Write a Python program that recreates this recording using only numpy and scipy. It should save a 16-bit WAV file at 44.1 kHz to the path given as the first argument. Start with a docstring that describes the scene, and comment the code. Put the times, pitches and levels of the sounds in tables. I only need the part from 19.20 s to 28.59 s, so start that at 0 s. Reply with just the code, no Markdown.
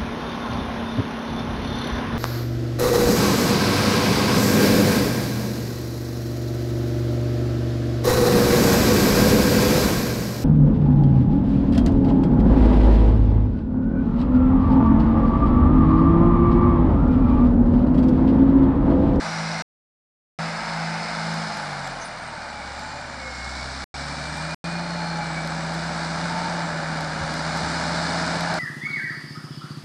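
"""A six-cylinder diesel tractor roars and clatters as it drags a cultivator over a dry field, eases off
and comes nearer. Each firing is an impulse that excites pipe, block and injectors; their noise follows
speed, load and distance, and the periodic firing gives the exhaust its harmonic note. The cooling fan
hums on a variable drive, gears and turbocharger whistle, discs sing in the soil and stones tick on the
tines over a faint breeze. The sound cuts out three times."""
import sys
import numpy as np
from scipy import signal
from scipy.fft import rfft, irfft, next_fast_len
from scipy.io import wavfile

SR = 44100
rng = np.random.default_rng(int(sys.argv[2]) if len(sys.argv) > 2 else 0)


def transcribe(signal):
    """Save signal, clipped to [-1, 1], as a 16-bit WAV file at the path in sys.argv[1]."""
    frames = np.atleast_2d(signal).T
    limited = np.clip(frames, -1, 1)
    pcm = np.round(limited * 32767).astype(np.int16)
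    wavfile.write(sys.argv[1], SR, pcm)


N = 414099
TIME = np.arange(N) / SR

# spectra of the engine's five noise sources: frequency_hz, relative_level_db
PIPE_SPECTRUM = [(20, -23.5), (60, -18.5), (110, -8.5), (170, 3.5), (270, 0), (340, -4), (400, -8),
                 (520, -14), (800, -36)]
BAY_SPECTRUM = [(300, -32), (440, -12), (520, -6), (600, -1.5), (720, 1), (850, 1), (950, -1), (1050, -10),
                (1400, -32.5)]
BLOCK_SPECTRUM = [(700, -34.5), (1000, -6), (1150, -4), (1300, -3), (1480, 0), (1720, -4.5), (1920, -7.5),
                  (2250, -6), (2430, -8.5), (2660, -21.5), (2880, -12.5), (3150, -19.5), (4000, -28.5)]
INJECTOR_SPECTRUM = [(2600, -26.5), (3200, -12), (3500, -1.5), (4300, 3), (4700, 2), (5150, 1.5),
                     (5500, -4.5), (5950, -3.5), (6350, -9), (7100, -8), (8100, -9.5), (9200, -13.5),
                     (10200, -23), (11800, -39)]
GRILLE_SPECTRUM = [(1000, -22.5), (1270, -3), (1500, -3), (1740, -4), (2000, -25)]
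# level laws: base_db, speed_doubling_db, full_load_db, distance_halving_db
PIPE_LAW, BAY_LAW, BLOCK_LAW = (-46, 2, 2.5, 7.5), (-38.5, 10.5, -.3, 6), (-38.5, 7.5, 2.5, 4.5)
INJECTOR_LAW, GRILLE_LAW = (-46, 5, 8, 6), (-44.5, 4, 1, 7.5)

def diesel(cycles):
    """Source and filter: one firing rhythm sounds through pipe, engine bay, block, injectors and grille."""
    rumble = firings(cycles, PIPE_SPECTRUM, PIPE_LAW, knock=.1, burst=.2, decay_s=.0098, uneven_db=2)
    roar = firings(cycles, BAY_SPECTRUM, BAY_LAW, knock=.18, burst=.12, decay_s=.01, uneven_db=-1.3)
    clatter = firings(cycles, BLOCK_SPECTRUM, BLOCK_LAW,
                      knock=.14, burst=.083, decay_s=.01, uneven_db=-.3)
    hiss = firings(cycles, INJECTOR_SPECTRUM, INJECTOR_LAW,
                   knock=.05, burst=.15, decay_s=.004, uneven_db=2.4)
    rattle = firings(cycles, GRILLE_SPECTRUM, GRILLE_LAW,
                     knock=.44, burst=.12, decay_s=.0072, uneven_db=.7)
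    return rumble + roar + clatter + rattle + hiss


def firings(cycles, spectrum, law, knock, burst, decay_s, uneven_db, cylinders=6):
    """Impulse response: each cylinder rings in its own way and adds a burst to steady flow noise."""
    instants = np.flatnonzero(np.diff(np.floor(cycles)) > 0)
    age = np.arange(SR // 40) / SR
    decay = np.exp(-age / decay_s)
    knocks, bursts = np.zeros(N), np.zeros(N)
    for cylinder in range(cylinders):
        own, impulses = instants[cylinder::cylinders], np.zeros(N)
        imbalance = np.cos(2 * np.pi * cylinder / cylinders) + rng.standard_normal(len(own))
        impulses[own] = from_db(uneven_db * imbalance)
        knocks += signal.oaconvolve(impulses, decay * rng.standard_normal(len(age)))[:N]
        bursts += signal.oaconvolve(impulses, decay)[:N]
    flow = rng.standard_normal(N) * (1 - burst + burst * unit_rms(bursts))
    # knock is the share of the power that rings
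    mix = np.sqrt(knock) * coloured(knocks, spectrum) + np.sqrt(1 - knock) * coloured(flow, spectrum)
    return from_db(level_db(law)) * mix


# exhaust orders: firing_multiple (rounded to the nearest half when played), level_law, flutter_db
EXHAUST_ORDERS = [(1 / 2, (-55, 14.5, -12, -3.5), 2.4), (0.92, (-54, -20, 15.5, 3.5), 0.45),
                  (3 / 2, (-60.5, 35, 1.5, 3), .4), (2, (-55.5, 18, 4, 3), 1.8), (2.4, (-69, -27.5, 14, 7),
                  2.9), (7 / 2, (-66, -9.5, 15, 13), 1.8), (4, (-72, -13, 11.5, 15.5), 1.6),
                  (8, (-48, 6.5, -12, 1.5), 6)]
# strength of the twelfth order: time_s, level_db
GROWL_LEVEL = [(2.95, -52), (3.5, -39), (3.8, -53), (5.4, -53.5), (5.9, -37), (6.5, -52), (7.2, -38),
               (7.7, -50), (9.39, -59)]

def exhaust_note(cycles):
    """Harmonic series: whole and half orders of the firing rate; phase jitter makes the twelfth growl."""
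    note = sum(tone(np.round(2 * multiple) / 2 * cycles, level_db(law), flutter_db, flutter_hz=5)
               for multiple, law, flutter_db in EXHAUST_ORDERS)
    growl = tone(12 * cycles + .11 * drift(12), curve(GROWL_LEVEL), flutter_db=4, flutter_hz=16)
    return note + growl


DRONE_LAW = (-54, 19, -5, 9)
# strength of the faster gear mesh: time_s, level_db
WHINE_LEVEL = [(2.9, -69), (3.4, -48), (3.92, -54), (4.05, -40.5), (4.45, -45.5), (4.85, -48), (5.3, -44),
               (5.75, -49), (6.2, -42.5), (6.5, -70), (9.39, -61)]

def gear_whine(cycles):
    """Mesh frequency: meeting teeth make a low drone and a high whine, both rough and wavering."""
    slow, fast = 25 / 3, 100 / 3  # 25 and 100 teeth per crank turn, which is three firings
    drone_db = level_db(DRONE_LAW) + panel_db(slow * firing_hz())
    drone = tone(slow * cycles + .14 * drift(12), drone_db, flutter_db=1.4, flutter_hz=12)
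    whine = tone(fast * cycles + .15 * drift(14), curve(WHINE_LEVEL), flutter_db=2.9, flutter_hz=18)
    return drone + whine


def panel_db(pitch_hz, resonance_hz=827, width_hz=82, boost_db=10):
    """Resonance: a body panel lifts a tone that sweeps across its natural frequency."""
    detuning = 2 * (pitch_hz - resonance_hz) / width_hz
    return boost_db / np.sqrt(1 + detuning ** 2)


# the fan's variable drive, geared up at low engine speed: time_s, blade_passes_per_firing
FAN_RATIO = [(3.1, 1.5197), (4.85, 2.06), (5.65, 2.36), (6.55, 2.36), (6.95, 2.3), (8.45, 2.275),
             (8.95, 2.2)]

def fan(full_strength_hz=165):
    """Blade-passing tone: a hum with a weak octave; at high revs it beats with an exhaust order."""
    ratio = curve(FAN_RATIO)
    geared_up = (ratio - ratio.min()) / np.ptp(ratio)
    blade_hz = firing_hz() * ratio
    cycles = np.cumsum(blade_hz) / SR
    octaves_below = np.maximum(np.log2(full_strength_hz / blade_hz), 0)
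    hum = tone(cycles, -34.5 - 39 * octaves_below + 3 * geared_up, flutter_db=.5, flutter_hz=7)
    octave = tone(2 * cycles, -57 + 8.5 * geared_up, flutter_db=1.1, flutter_hz=8.7)
    return from_db(.5 * distance_halvings()) * (hum + octave)


TURBO_LAW = (-62.5, -2, 3.5, 1)
# the turbocharger's whistle: time_s, pitch_hz
TURBO_PITCH = [(2.2, 11040), (3.3, 7950), (3.8, 7140), (5.4, 8530), (6.3, 7760), (7.15, 8100), (7.7, 7150),
               (8.2, 6900), (9.0, 7760)]

def turbo(waver_hz=24.6, dull_above_hz=8800, loss_db_per_octave=39):
    """Rotor tone: a thin, wavering whistle follows shaft speed and is faint at its highest pitches."""
    pitch_hz = curve(TURBO_PITCH)
    cycles = np.cumsum(pitch_hz + waver_hz * drift(9)) / SR
    loss_db = loss_db_per_octave * np.maximum(np.log2(pitch_hz / dull_above_hz), 0)
    core = narrow_noise(cycles, width_hz=30)
    halo = from_db(-3.5) * narrow_noise(cycles, width_hz=200)
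    return from_db(level_db(TURBO_LAW) + 3 * drift(7) - loss_db) * (core + halo)


# stones striking the tines: time_s, impulse_db
STONE_HITS = [(2.141, -20), (2.373, -20), (2.6748, -20), (3.5942, -24), (5.1724, -21), (6.2744, -17),
              (6.541, -19), (7.808, -19), (8.1392, -16), (8.373, -16), (9.208, -14), (9.3402, -15)]

def stones(grit_per_s=20, grit_db=-41.5, decay_s=.0009, steel_band_hz=(3200, 7200)):
    """Impact noise: brief contacts of stones and grit with the steel tines give bright ticks."""
    hits = (rng.random(N) < grit_per_s / SR) * from_db(grit_db + 3 * rng.standard_normal(N))
    for time_s, impulse_db in STONE_HITS:
        hits[int(time_s * SR)] += from_db(impulse_db)
    age = np.arange(SR // 50) / SR
    crack = rng.standard_normal(len(age)) * np.exp(-age / decay_s)
    steel = signal.butter(2, steel_band_hz, "band", fs=SR, output="sos")
    return signal.sosfilt(steel, signal.oaconvolve(hits, crack)[:N])


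# steel discs singing in the soil: start_s, end_s, pitch_hz, level_db
DISC_TONES = [(0, .5, 5700, -44), (0, 2.4, 5120, -45), (0, 2.2, 2100, -43), (0, 2.0, 2570, -50),
              (4.0, 5, 5400, -50.5), (5.45, 6.06, 4300, -43), (8.65, 9.2, 5240, -46)]
# squeaks and clinks of the joints: centre_s, pitch_hz, length_s, level_db
JOINT_SQUEAKS = [(2.661, 7380, .06, -48), (2.675, 3200, 0.013, -42), (2.825, 6100, 0.036, -37.5),
                 (2.862, 9300, .035, -44)]

def cultivator(fade_s=.22):
    """Friction-excited vibration: discs sing as the soil rubs them, and dry joints squeak and clink."""
    out = np.zeros(N)
    for start_s, end_s, pitch_hz, db in DISC_TONES:
        rubbing = np.clip(np.minimum(TIME - start_s, end_s - TIME) / fade_s + .5, 0, 1)
        out += from_db(db) * rubbing * narrow_noise(pitch_hz * TIME, width_hz=95)
    for centre_s, pitch_hz, length_s, db in JOINT_SQUEAKS:
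        out += from_db(db) * swell(centre_s, length_s) * narrow_noise(pitch_hz * TIME, width_hz=410)
    return out


# puffs of air on the microphone: centre_s, length_s, level_db
WIND_PUFFS = [(8.029, 0.044, -35), (8.449, .06, -35)]

def wind(breeze_db=-59.5):
    """Turbulent pressure: air on the microphone makes a faint rumble and soft low thumps."""
    breeze = from_db(breeze_db + 2.5 * drift(2))
    puffs = sum(from_db(db) * swell(centre_s, length_s) for centre_s, length_s, db in WIND_PUFFS)
    turbulence = coloured(rng.standard_normal(N), [(20, -.5), (50, -4.5), (90, 5), (200, -34)])
    return (breeze + puffs) * turbulence


# engine speed: time_s, firing_rate_hz
ENGINE_SPEED = [(0.0, 107.9), (2.2, 108.6), (2.55, 96.5), (2.9, 85.0), (3.2, 74.1), (3.45, 67.1),
                (3.75, 73.7), (4.05, 65.3), (4.2, 65.0), (4.75, 68.8), (5.15, 70.6), (5.32, 72.8),
                (5.5, 73.3), (5.75, 72.1), (6.15, 68.4), (6.95, 71.7), (7.25, 75.5), (7.6, 70.2),
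                (8.0, 68.4), (8.95, 76.1), (9.39, 76.3)]

def firing_hz():
    """Firing frequency: the rate to which the engine's orders are locked."""
    return curve(ENGINE_SPEED)


# how hard the engine pulls: time_s, load_fraction
ENGINE_LOAD = [(0, 0.9), (1.5, 0.61), (2.2, 0.83), (3.05, 0.14), (3.55, 0.6), (3.9, 0.35), (4.3, 0.9),
               (5.15, 0.76), (5.6, 0.32), (6.4, 0.32), (7.0, 0.43), (7.5, 0.07), (7.9, 0.17), (8.45, 0.61),
               (9.05, .55), (9.39, 0.13)]

def level_db(law, cruise_hz=72):
    """Gains add in decibels: a base level plus terms for speed, load and nearness."""
    base_db, speed_db, load_db, near_db = law
    octaves = np.log2(firing_hz() / cruise_hz)
    return base_db + speed_db * octaves + load_db * curve(ENGINE_LOAD) + near_db * distance_halvings()


# the tractor's approach: time_s, distance_m
TRACTOR_PATH = [(0, 38.7), (2.3, 37.3), (4.0, 33.9), (5.2, 25.1), (6.5, 17.8), (7.3, 15.4), (8.0, 15.2),
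                (9.39, 12.1)]

def distance_halvings(reference_m=30):
    """Geometric spreading: level changes by a set step each time the distance halves."""
    return np.log2(reference_m / curve(TRACTOR_PATH))


def tone(cycles, db, flutter_db, flutter_hz):
    """Amplitude modulation: a partial of the given rms level flutters in the moving air."""
    return np.sqrt(2) * np.sin(2 * np.pi * cycles) * from_db(db + flutter_db * drift(flutter_hz))


def narrow_noise(cycles, width_hz):
    """Random quadrature modulation spreads a pitch into a narrow band of noise; rms 1."""
    return drift(width_hz) * np.cos(2 * np.pi * cycles) + drift(width_hz) * np.sin(2 * np.pi * cycles)


def coloured(x, spectrum):
    """Linear filtering gives a flat signal the spectrum of a body; rms 1."""
    size = next_fast_len(N)
    hz, db = np.transpose(spectrum)
    bins_hz = np.maximum(np.fft.rfftfreq(size, 1 / SR), 1)
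    gain = from_db(np.interp(np.log(bins_hz), np.log(hz), db, left=-90, right=-90))
    return unit_rms(irfft(rfft(x, size) * gain, size)[:N])


def drift(rate_hz):
    """Low-passed noise wanders with a spread of 1, about rate_hz times a second."""
    hop, settle = 40, 2000
    pole = np.exp(-2 * np.pi * rate_hz * hop / SR)
    noise = rng.standard_normal(N // hop + settle + 2)
    slow = signal.lfilter([1], [1, -2 * pole, pole * pole], noise)[settle:]
    return np.interp(np.arange(N) / hop, np.arange(len(slow)), unit_rms(slow))


def swell(centre_s, length_s):
    """Gaussian envelope: a brief rise and fall."""
    return np.exp(-np.minimum((2 * (TIME - centre_s) / length_s) ** 2, 20))


def curve(rows):
    """Linear interpolation of (time_s, value) rows at every sample."""
    return np.interp(TIME, *np.transpose(rows))


def from_db(db):
    """Decibels to amplitude ratio."""
    return 10 ** (np.asarray(db) / 20)


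def unit_rms(x):
    """Normalisation to unit power."""
    return x / np.sqrt(np.mean(x ** 2) + 1e-20)


def scene():
    """Superposition in a free field, with no echo; the fan starts in opposite phase to the exhaust."""
    cycles = np.cumsum(firing_hz()) / SR  # one cycle per firing
    tractor = diesel(cycles) + exhaust_note(cycles) + gear_whine(cycles) - fan() + turbo()
    return (tractor + stones() + cultivator() + wind())[None]


# gaps in the sound: start_s, end_s
SILENCES = [(.4223, 1.1882), (4.6415, 4.7414), (5.3449, 5.4414)]

def record(dry, cutoff_hz=11900):
    """Gating and band limiting: the sound drops out abruptly three times and the top treble is cut."""
    gate = np.ones(N)
    for start_s, end_s in SILENCES:
        gate[int(start_s * SR):int(end_s * SR)] = 0
    low_pass = signal.ellip(10, .1, 90, cutoff_hz, fs=SR, output="sos")
    return signal.sosfilt(low_pass, dry * gate + 1e-18)


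dry = scene()
out = record(dry)
transcribe(out)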